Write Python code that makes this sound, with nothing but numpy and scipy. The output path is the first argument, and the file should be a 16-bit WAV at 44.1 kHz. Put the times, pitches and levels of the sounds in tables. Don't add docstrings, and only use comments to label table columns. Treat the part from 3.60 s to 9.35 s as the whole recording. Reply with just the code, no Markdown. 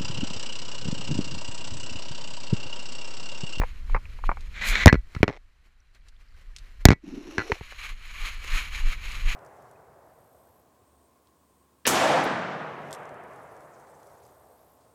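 import sys
import numpy as np
from scipy import signal
from scipy.fft import rfft, irfft
from scipy.io import wavfile

SR = 44100
rng = np.random.default_rng(int(sys.argv[2]) if len(sys.argv) > 2 else 0)


def bounce(signal):
    frames = np.transpose(np.atleast_2d(signal))
    limited = np.clip(frames, -1, 1)
    pcm = np.round(limited * 32767).astype(np.int16)
    wavfile.write(sys.argv[1], SR, pcm)


N = 253575
TIME = np.arange(N) / SR
BRIEF = TIME[:8192]


def amp(db):
    return 10 ** (np.asarray(db) / 20)


def unit_rms(x):
    return x / np.sqrt(np.mean(x ** 2) + 1e-20)


def unit_peak(x):
    return x / (abs(x).max() + 1e-20)


def noise(count=N):
    return rng.standard_normal(count)


def decay(t, t60):
    return amp(-60 * t / t60)


def add(mix, s, sound):
    part = mix[max(round(s * SR), 0):][:len(sound)]
    part += sound[:len(part)]


def spectrum_db(points, hz):
    f, db = np.transpose(points)
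    return np.interp(np.log(hz + 1), np.log(f + 1), db)


def coloured(x, points, bumps=()):
    hz = np.fft.rfftfreq(len(x), 1 / SR)
    db = spectrum_db(points, hz)
    for centre, width, height_db in bumps:
        db = db + height_db * np.exp(-2 * ((hz - centre) / width) ** 2)
    return unit_rms(irfft(rfft(x) * amp(db), len(x)))


def click(points, corner_hz):
    hz = abs(np.fft.fftfreq(len(BRIEF), 1 / SR))
    log_gain = np.log(amp(spectrum_db(points, hz)) / (1 + (hz / corner_hz) ** 2))
    return np.fft.ifft(np.exp(np.conj(signal.hilbert(log_gain)))).real


def wander(rate_hz):
    hz = np.fft.rfftfreq(N, 1 / SR)
    return unit_rms(irfft(rfft(noise()) * np.exp(-(hz / rate_hz) ** 2), N))


def grainy(grain_db, grain_hz=900):
    return noise() * amp(grain_db * wander(grain_hz))


def whistle(glide, width_hz):
    hz = np.interp(TIME, *np.transpose(glide))
    turn = np.exp(2j * np.pi * np.cumsum(hz) / SR)
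    return unit_rms((turn * (wander(width_hz) + 1j * wander(width_hz))).real)


def stroke(start, end, db, growth_db=0, fade=0.028):
    outside = np.maximum(start - TIME, 0) + np.maximum(TIME - end, 0)
    held_db = db + growth_db * (np.clip(TIME, start, end) - start)
    return amp(held_db) * np.exp(-(outside / fade) ** 2)


def swell(s, half_length, db, shape=1.7):
    return amp(db) * np.exp(-abs((TIME - s) / half_length) ** shape)


# time in seconds, push level in dB, push swing in Hz, swish delay in seconds,
# swish half-length in seconds, swish level in dB, draw-back level in dB.
LICKS = [(0.0, -15, 27.5, 0.038, 0.13, -51.5, -93), (0.337, -12.5, 24.5, -0.02, 0.034, -52.5, -62),
         (0.681, -14, 25.4, -0.018, 0.017, -46, -58), (4.137, -52, 25, -0.05, 0.2, -49, -57),
         (4.323, -27.5, 24.8, -0.074, 0.049, -40.5, -49), (4.633, -22, 24.1, 0.025, 0.091, -35, -51),
         (4.946, -15, 23, 0.021, 0.074, -32.5, -37), (5.267, -12, 22.2, 0.044, 0.041, -37, -37),
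         (5.668, -14.5, 22.9, 0.039, 0.047, -34, -60)]
# time in seconds, level in dB, swing in Hz.
JOLTS = [(0.88, -27.5, 33.3), (1.112, -16, 28.5), (1.383, -19, 45), (2.897, -35, 29), (3.226, -31, 30)]


def pushes(cycles=0.83, slop_db=-31):
    slop_colour = [(60, 0.5), (130, 2.0), (300, -17.0), (700, -21.0), (1500, -29.5), (4000, -70.0)]  # (Hz, dB)
    slop = amp(slop_db) * coloured(noise(), slop_colour)
    out = np.zeros(N)
    for s, db, hz, *_ in LICKS + JOLTS:
        since = TIME - s
        swing = np.cos(2 * np.pi * hz * since)
        out += amp(db) * (swing + slop) * np.exp(-(since * hz / cycles) ** 2)
    return out


# start in seconds, peak of the air pocket in dB, pitch in Hz,
# level of the splash relative to the pocket in dB.
POPS = [(0.016, -18.5, 890, -3), (0.035, -24, 790, -2.5), (0.297, -36, 1093, -8), (0.347, -17, 990, 1),
        (0.363, -21.5, 1100, -2), (0.374, -29.5, 950, -16), (0.455, -36.5, 2470, -14.5),
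        (0.589, -39, 990, -7), (0.639, -23.5, 1120, -14.5), (0.692, -11.5, 1100, -8.5),
        (0.715, -17.5, 1050, -9), (0.771, -31.5, 1100, -8), (4.123, -36, 1660, -3)]
# frequency in Hz, level in dB.
SPLASH_COLOUR = [(180, -3), (300, -16.5), (469, -3.5), (630, -7.5), (778, -0.5), (1060, -1.5),
                 (1930, -12.5), (2300, -7.5), (3090, -43), (5000, -40), (6500, -57), (11000, -120)]


def pops(rise_s=0.00048, splash_t60=0.04):
    out = np.zeros(N)
    pocket_shape = (BRIEF / rise_s) ** 2 * np.exp(-BRIEF / rise_s)
    splash_shape = decay(BRIEF, splash_t60) * (1 - np.exp(-BRIEF / rise_s))
    for s, db, hz, splash_db in POPS:
        pocket = unit_peak(pocket_shape * np.sin(2 * np.pi * hz * BRIEF))
        splash = coloured(noise(len(BRIEF)), SPLASH_COLOUR) * splash_shape
        add(out, s, amp(db) * (pocket + amp(splash_db) * splash))
    return out


def tongue():
    draw_back_s, draw_back_share = 0.21, 0.23
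    longest_lick_s = 0.83
    starts = [row[0] for row in LICKS]
    spans = np.minimum(np.diff(starts, append=np.inf), longest_lick_s)
    level = np.zeros(N)
    for (s, _, _, delay, half, swish_db, back_db), span in zip(LICKS, spans):
        level += swell(s + delay, half, swish_db)
        level += swell(s + delay + draw_back_s, draw_back_share * span, back_db)
    return level


# frequency in Hz, level in dB.
SWISH_COLOUR = [(120, -46), (200, -17.5), (360, -21.5), (677, -18.5), (1200, -7), (1960, -2.5), (2290, 2),
                (3530, -11), (4120, -11.5), (4660, -17.5), (6060, -21), (6750, -11), (8000, -44),
                (10400, -89), (17600, -120)]
# frequency in Hz, level in dB.
FIZZ_COLOUR = [(6000, -23.5), (7800, -1), (9200, -7.5), (11000, 0.5), (13200, -10), (14500, -6.5),
               (16000, -8)]
# centre in Hz, width in Hz, height in dB.
HOLLOW = [(1131, 240, 3), (2340, 110, 2), (3073, 480, 2.5), (4148, 510, 4.5), (5330, 1800, 2),
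          (7170, 170, 5.5)]


def swishes(fizz_db=-17, flutter_db=2.0):
    body = coloured(grainy(grain_db=1.5), SWISH_COLOUR, HOLLOW)
    fizz = amp(fizz_db) * coloured(grainy(grain_db=2.0), FIZZ_COLOUR)
    return (body + fizz) * tongue() * amp(flutter_db * wander(30))


# time in seconds, amount of movement in dB.
HAND = [(0, -39), (1.05, -40.5), (1.23, -32.5), (1.42, -46.5), (1.9, -59.5), (2.25, -61), (2.83, -52),
        (3.2, -47.5), (3.4, -59.5), (4.6, -44.5), (5.75, -35)]
# time in seconds, level in dB before the rustle's own trim,
# half-length in seconds.
BRUSHES = [(1.574, -54.5, 0.054), (2.06, -67.5, 0.019), (2.357, -62.5, 0.012), (2.471, -65, 0.022),
           (2.611, -64, 0.015), (2.802, -65.5, 0.057), (3.058, -63.5, 0.077), (3.216, -53.5, 0.012),
           (4.845, -43, 0.013)]
# frequency in Hz, level in dB.
RUSTLE_COLOUR = [(120, -25.5), (200, -7), (277, -9), (880, -13), (1290, -7.5), (2060, -4.5), (2510, -9),
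                 (3470, -15.5), (4010, -16.5), (15000, -30)]
# frequency in Hz, level in dB.
RUMBLE_COLOUR = [(10, 1), (22, 11.5), (40, 1.5), (65, -3), (100, -16), (160, -23.5), (300, -36.5),
                 (600, -43.5), (1500, -72)]
# frequency in Hz, level in dB.
FLOOR_COLOUR = [(59, -34.5), (100, -8.5), (434, -22.5), (1960, -13.5), (3110, -20), (3530, -26.5),
                (3920, -18.5), (4940, -28), (11700, -38.5), (15000, -55)]


def handling(rustle_db=-2.0, rumble_db=5, flutter_db=1.0, grip_db=-30, rustle_per_rumble=0.7, floor_db=-74.5):
    hand_db = np.interp(TIME, *np.transpose(HAND))
    grip = amp(grip_db + rustle_per_rumble * hand_db)
    brushes = sum(swell(s, half, db) for s, db, half in BRUSHES)
    rustle = coloured(grainy(grain_db=2.0), RUSTLE_COLOUR, HOLLOW) * amp(rustle_db + flutter_db * wander(35))
    rumble = coloured(noise(), RUMBLE_COLOUR) * amp(hand_db + rumble_db)
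    floor = amp(floor_db) * coloured(noise(), FLOOR_COLOUR)
    return rustle * (grip + brushes) + rumble + floor


# start in seconds, level in dB before the common trim.
TICKS = [(0.808, -38.5), (2.3486, -46.5), (2.4851, -39), (2.9637, -26.5), (2.9851, -32.5), (3.4878, -56),
         (4.4797, -38), (4.8777, -30.5), (4.92, -27.5), (5.519, -27)]
# frequency in Hz, level in dB.
TICK_COLOUR = [(800, -16), (2000, -0.5), (4000, 7.5), (6500, 1.5), (9000, -3.5), (15000, -27)]


def ticks(tail_db=-11, trim_db=-3, tail_t60=0.04):
    out = np.zeros(N)
    tick = unit_peak(click(TICK_COLOUR, 17000))
    for s, db in TICKS:
        tail = coloured(noise(len(BRIEF)), TICK_COLOUR) * amp(tail_db) * decay(BRIEF, tail_t60)
        add(out, s, amp(db + trim_db) * (tick + tail))
    return out


# frequency in Hz, level in dB.
RUB_COLOUR = [(120, -45), (200, -8), (281, -22.5), (908, -16.5), (2120, -1.5), (2290, 0), (2590, -10.5),
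              (4180, -11.5), (4730, -24), (6860, -23.5), (8000, -34), (10400, -62.5), (17600, -120)]


def rub(body_db=-1, fizz_db=-32, sheen_db=2, squeak_db=-7, catch_s=1.1555, catch_db=10, catch_time=0.0025,
        judder_db=0.4):
    end_s = 1.238
    touch = stroke(0.97, end_s, -40.5, fade=0.025)
    press = stroke(1.019, end_s, -32, growth_db=22, fade=0.007)
    pressure = touch + press
    squeak = whistle([(1.05, 2410), (1.15, 2330), (1.21, 2044)], width_hz=130)
    body = amp(body_db) * coloured(grainy(grain_db=1.5), RUB_COLOUR) + amp(squeak_db) * squeak
    sheen_colour = [(2000, -31.0), (4100, 0.0), (5500, -3.0), (6900, 3.5), (8500, -19.5), (12000, -42.0)]  # (Hz, dB)
    sheen = coloured(grainy(grain_db=4.5), sheen_colour)
    fizz = coloured(grainy(grain_db=0.5), FIZZ_COLOUR) + amp(sheen_db) * sheen
    fastest = swell(1.087, 0.03, -38)
    catch_shape = np.exp(-((TIME - catch_s) / catch_time) ** 2)
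    catch = amp(catch_db * catch_shape + judder_db * wander(110))
    return (body * pressure + fizz * (amp(fizz_db) * pressure + fastest)) * catch


# start in seconds, crack level in dB, brightness corner in Hz, thud level in dB,
# contact time in seconds, ring level in dB, number of contacts, first gap in seconds, share (0-1) of the gap
# beyond the shortest that each bounce keeps, blow loss in dB and ring loss in dB at the first bounce.
KNOCKS = [(1.259, 5.5, 3976, 13, .00095, -15, 2, .0122, .5, 5, -1.5),
          (1.279, 1, 6050, -17, 0.0017, 1.5, 3, 0.01, 0.47, 18, 6.5),
          (1.3275, -7, 3300, -2, 0.00079, -15, 3, 0.015, 0.65, 11, 6),
          (1.5496, -28, 6070, -34.5, 0.0015, -61, 1, 0, 0.2, 0, 0),
          (1.564, -46, 2000, -20.5, 0.0016, -29.5, 2, 0.04, .5, 1.5, 20.5),
          (1.6302, -2, 2720, -4.5, 0.0007, -17, 2, .0099, .5, 13.5, 14),
          (1.6795, -15.5, 2150, -18, 0.00049, -24, 4, .0098, 0.53, 6, 14),
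          (3.254, 10.5, 8370, 11, 0.000865, -6, 6, .0326, .46, 12, 8),
          (3.7819, -13.5, 4200, -20.5, 0.00074, -12, 5, 0.011, 0.75, 10, 5.5),
          (3.919, -9.5, 1780, -20.5, 0.0015, -24, 1, 0, 0, 0, 0),
          (4.01, -32.5, 800, -30.5, 0.0017, -56, 1, 0, 0, 0, -2)]


def contacts(shortest_gap_s=0.0055, dulling=0.49, thud_loss_share=0.85):
    for s, crack_db, bright_hz, thud_db, contact, ring_db, count, gap, kept, loss_db, ring_loss_db in KNOCKS:
        for k in range(round(count)):
            spent = np.log2(k + 1)
            bounce_crack_db = crack_db - loss_db * spent
            bounce_thud_db = thud_db - thud_loss_share * loss_db * spent
            bounce_ring_db = ring_db - ring_loss_db * spent
            yield s, bounce_crack_db, bright_hz / (k + 1) ** dulling, bounce_thud_db, contact, bounce_ring_db
            s += shortest_gap_s + (gap - shortest_gap_s) * kept ** k


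# frequency in Hz, level in dB.
CRACK_COLOUR = [(150, -9), (400, 4.5), (900, 2), (1400, -2.5), (2200, 6.5), (2900, -3.5), (3700, -3),
                (4800, -6.5), (5800, -4), (7500, -11.5), (9500, -19.5), (15000, -23)]
# frequency in Hz, level relative to the ping in dB, t60 in seconds.
RING_MODES = [(1100, -15, 0.018), (1690, -13.5, 0.038), (1970, -19, 0.11), (2224, -28.5, 0.11),
              (2560, -30, 0.063), (4200, -22.5, 0.03), (5580, -45, 0.06)]
# frequency in Hz, level relative to the thud's shove
# in dB, t60 in seconds.
CASE_MODES = [(234.7, -19.5, 0.031), (343, -22, 0.041), (398, -25.5, 0.029)]
# frequency in Hz, level in dB.
BITE_COLOUR = [(300, -13.5), (1300, -7), (1950, 6), (3000, -8.5), (4000, 2.5), (6000, 4.5), (8000, -8.5),
               (11500, -9), (15000, -8)]


def ringing(modes, t):
    return sum(amp(db) * decay(t, t60) * np.sin(2 * np.pi * hz * t) for hz, db, t60 in modes)


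def gritty(colour, grit_db, grit_t60):
    grit = noise(len(BRIEF)) * amp(grit_db) * decay(BRIEF, grit_t60)
    grit[0] = 1
    return unit_peak(signal.fftconvolve(grit, colour)[:len(BRIEF)])


def knocks(thud_lag=0.0011, ping_hz=1880, ping_t60=0.015, stiffening=0.1, rise_s=0.00021,
           spring_hz=52, spring_q=0.65, shove_share=0.55, bite_db=-23, bite_growth=2.8, bite_time=0.0014):
    out = np.zeros(N)
    modes = ringing(RING_MODES, BRIEF)
    w = 2 * np.pi * spring_hz
    spring = signal.bilinear([1, 0, 0], [1, w / spring_q, w * w], SR)
    late = np.maximum(BRIEF - thud_lag, 0)
    case = ringing(CASE_MODES, late)
    for s, crack_db, bright_hz, thud_db, contact, ring_db in contacts():
        crack = gritty(click(CRACK_COLOUR, bright_hz), grit_db=-13, grit_t60=0.018)
        u = late / (shove_share * contact)
        shove = u ** 3 * np.exp(-u)
        thud = unit_peak(signal.lfilter(*spring, shove)) + case
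        hz = ping_hz * amp(ring_db * stiffening)
        ping = decay(BRIEF, ping_t60) * np.sin(2 * np.pi * hz * BRIEF)
        ring = unit_peak((ping + modes) * (1 - np.exp(-BRIEF / rise_s)))
        bite = coloured(noise(len(BRIEF)), BITE_COLOUR) * np.exp(-(BRIEF / bite_time) ** 2)
        bite *= amp(bite_db + bite_growth * crack_db)
        add(out, s, amp(crack_db) * crack + bite + amp(thud_db) * thud + amp(ring_db) * ring)
    return out


def chatter(start=1.712, gap=0.0075, first_db=-35.0, step_db=-0.5, bright_hz=3000, count=9):
    out, colour = np.zeros(N), click(CRACK_COLOUR, bright_hz)
    for k, (early, size) in enumerate(rng.standard_normal((count, 2))):
        tap = gritty(colour, grit_db=-10, grit_t60=0.019)
        add(out, start + gap * (k + 0.135 * early), amp(first_db + k * step_db + 2 * size) * tap)
    return out


def droplets(start=2.2, end=3.05, base_db=-60, spread_db=4.5, cycles=5, count=40):
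    out = np.zeros(N)
    for when, pitch, size in rng.random((count, 3)):
        turns = 1300 * 5 ** pitch * BRIEF
        bubble = np.exp(-turns / cycles) * (1 - np.exp(-turns / 2)) * np.sin(2 * np.pi * turns)
        level_db = base_db - spread_db * np.log(size + 0.065)
        add(out, start + when * (end - start), amp(level_db) * bubble)
    return out


# frequency in Hz, level in dB.
SCRAPE_COLOUR = [(290, -26), (500, 0), (1580, -6), (2880, -3), (3270, -12.5), (4230, -6.5), (4670, -18.5),
                 (5620, -7.5), (8990, -31), (10400, -22), (15000, -35)]
# time in seconds, pitch in Hz.
GROAN_GLIDE = [(3.45, 270.6), (3.6, 300), (3.8, 324), (3.9, 384)]


def scrape(judder_db=2, waver_db=5.0, hiss_hold_s=0.019, slip_phase_s=4.7, slip_period_s=0.113, slip_swing_db=3.8):
    start_s, end_s = 3.467, 3.925
    slip = np.cos(2 * np.pi * (TIME - slip_phase_s) / slip_period_s)
    hiss = coloured(grainy(grain_db=1.5), SCRAPE_COLOUR, [(6630, 250, 3.5)]) * amp(judder_db * wander(180))
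    groan = whistle(GROAN_GLIDE, width_hz=104) * amp(waver_db * wander(24) + slip_swing_db * slip)
    pressed_hiss = hiss * stroke(start_s, end_s + hiss_hold_s, -57.5, growth_db=24)
    return pressed_hiss + groan * stroke(start_s, end_s, -44.5)


def bathroom(x, wet_db=-36, t60=0.12):
    t = TIME[:SR // 2]
    colour = [(60, -3), (250, 5), (700, -1.5), (2000, -1.0), (4000, -13), (14000, -20)]  # (Hz, dB)
    tail = coloured(noise(len(t)), colour) * decay(t, t60)
    return x + amp(wet_db) * signal.fftconvolve(x, tail / np.linalg.norm(tail))[:N]


def scene():
    hits = bathroom(pops() + ticks() + droplets() + knocks() + chatter())
    return (hits + pushes() + swishes() + rub() + scrape() + handling())[None]


def record(dry, ceiling=0.965, edge_hz=15500):
    clipped = dry / (1 + (dry / ceiling) ** 8) ** (1 / 8)
    band = signal.firwin(801, edge_hz, window=("kaiser", 8), fs=SR)
    return signal.oaconvolve(clipped, band[None], "same")


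dry = scene()
out = record(dry)
bounce(out)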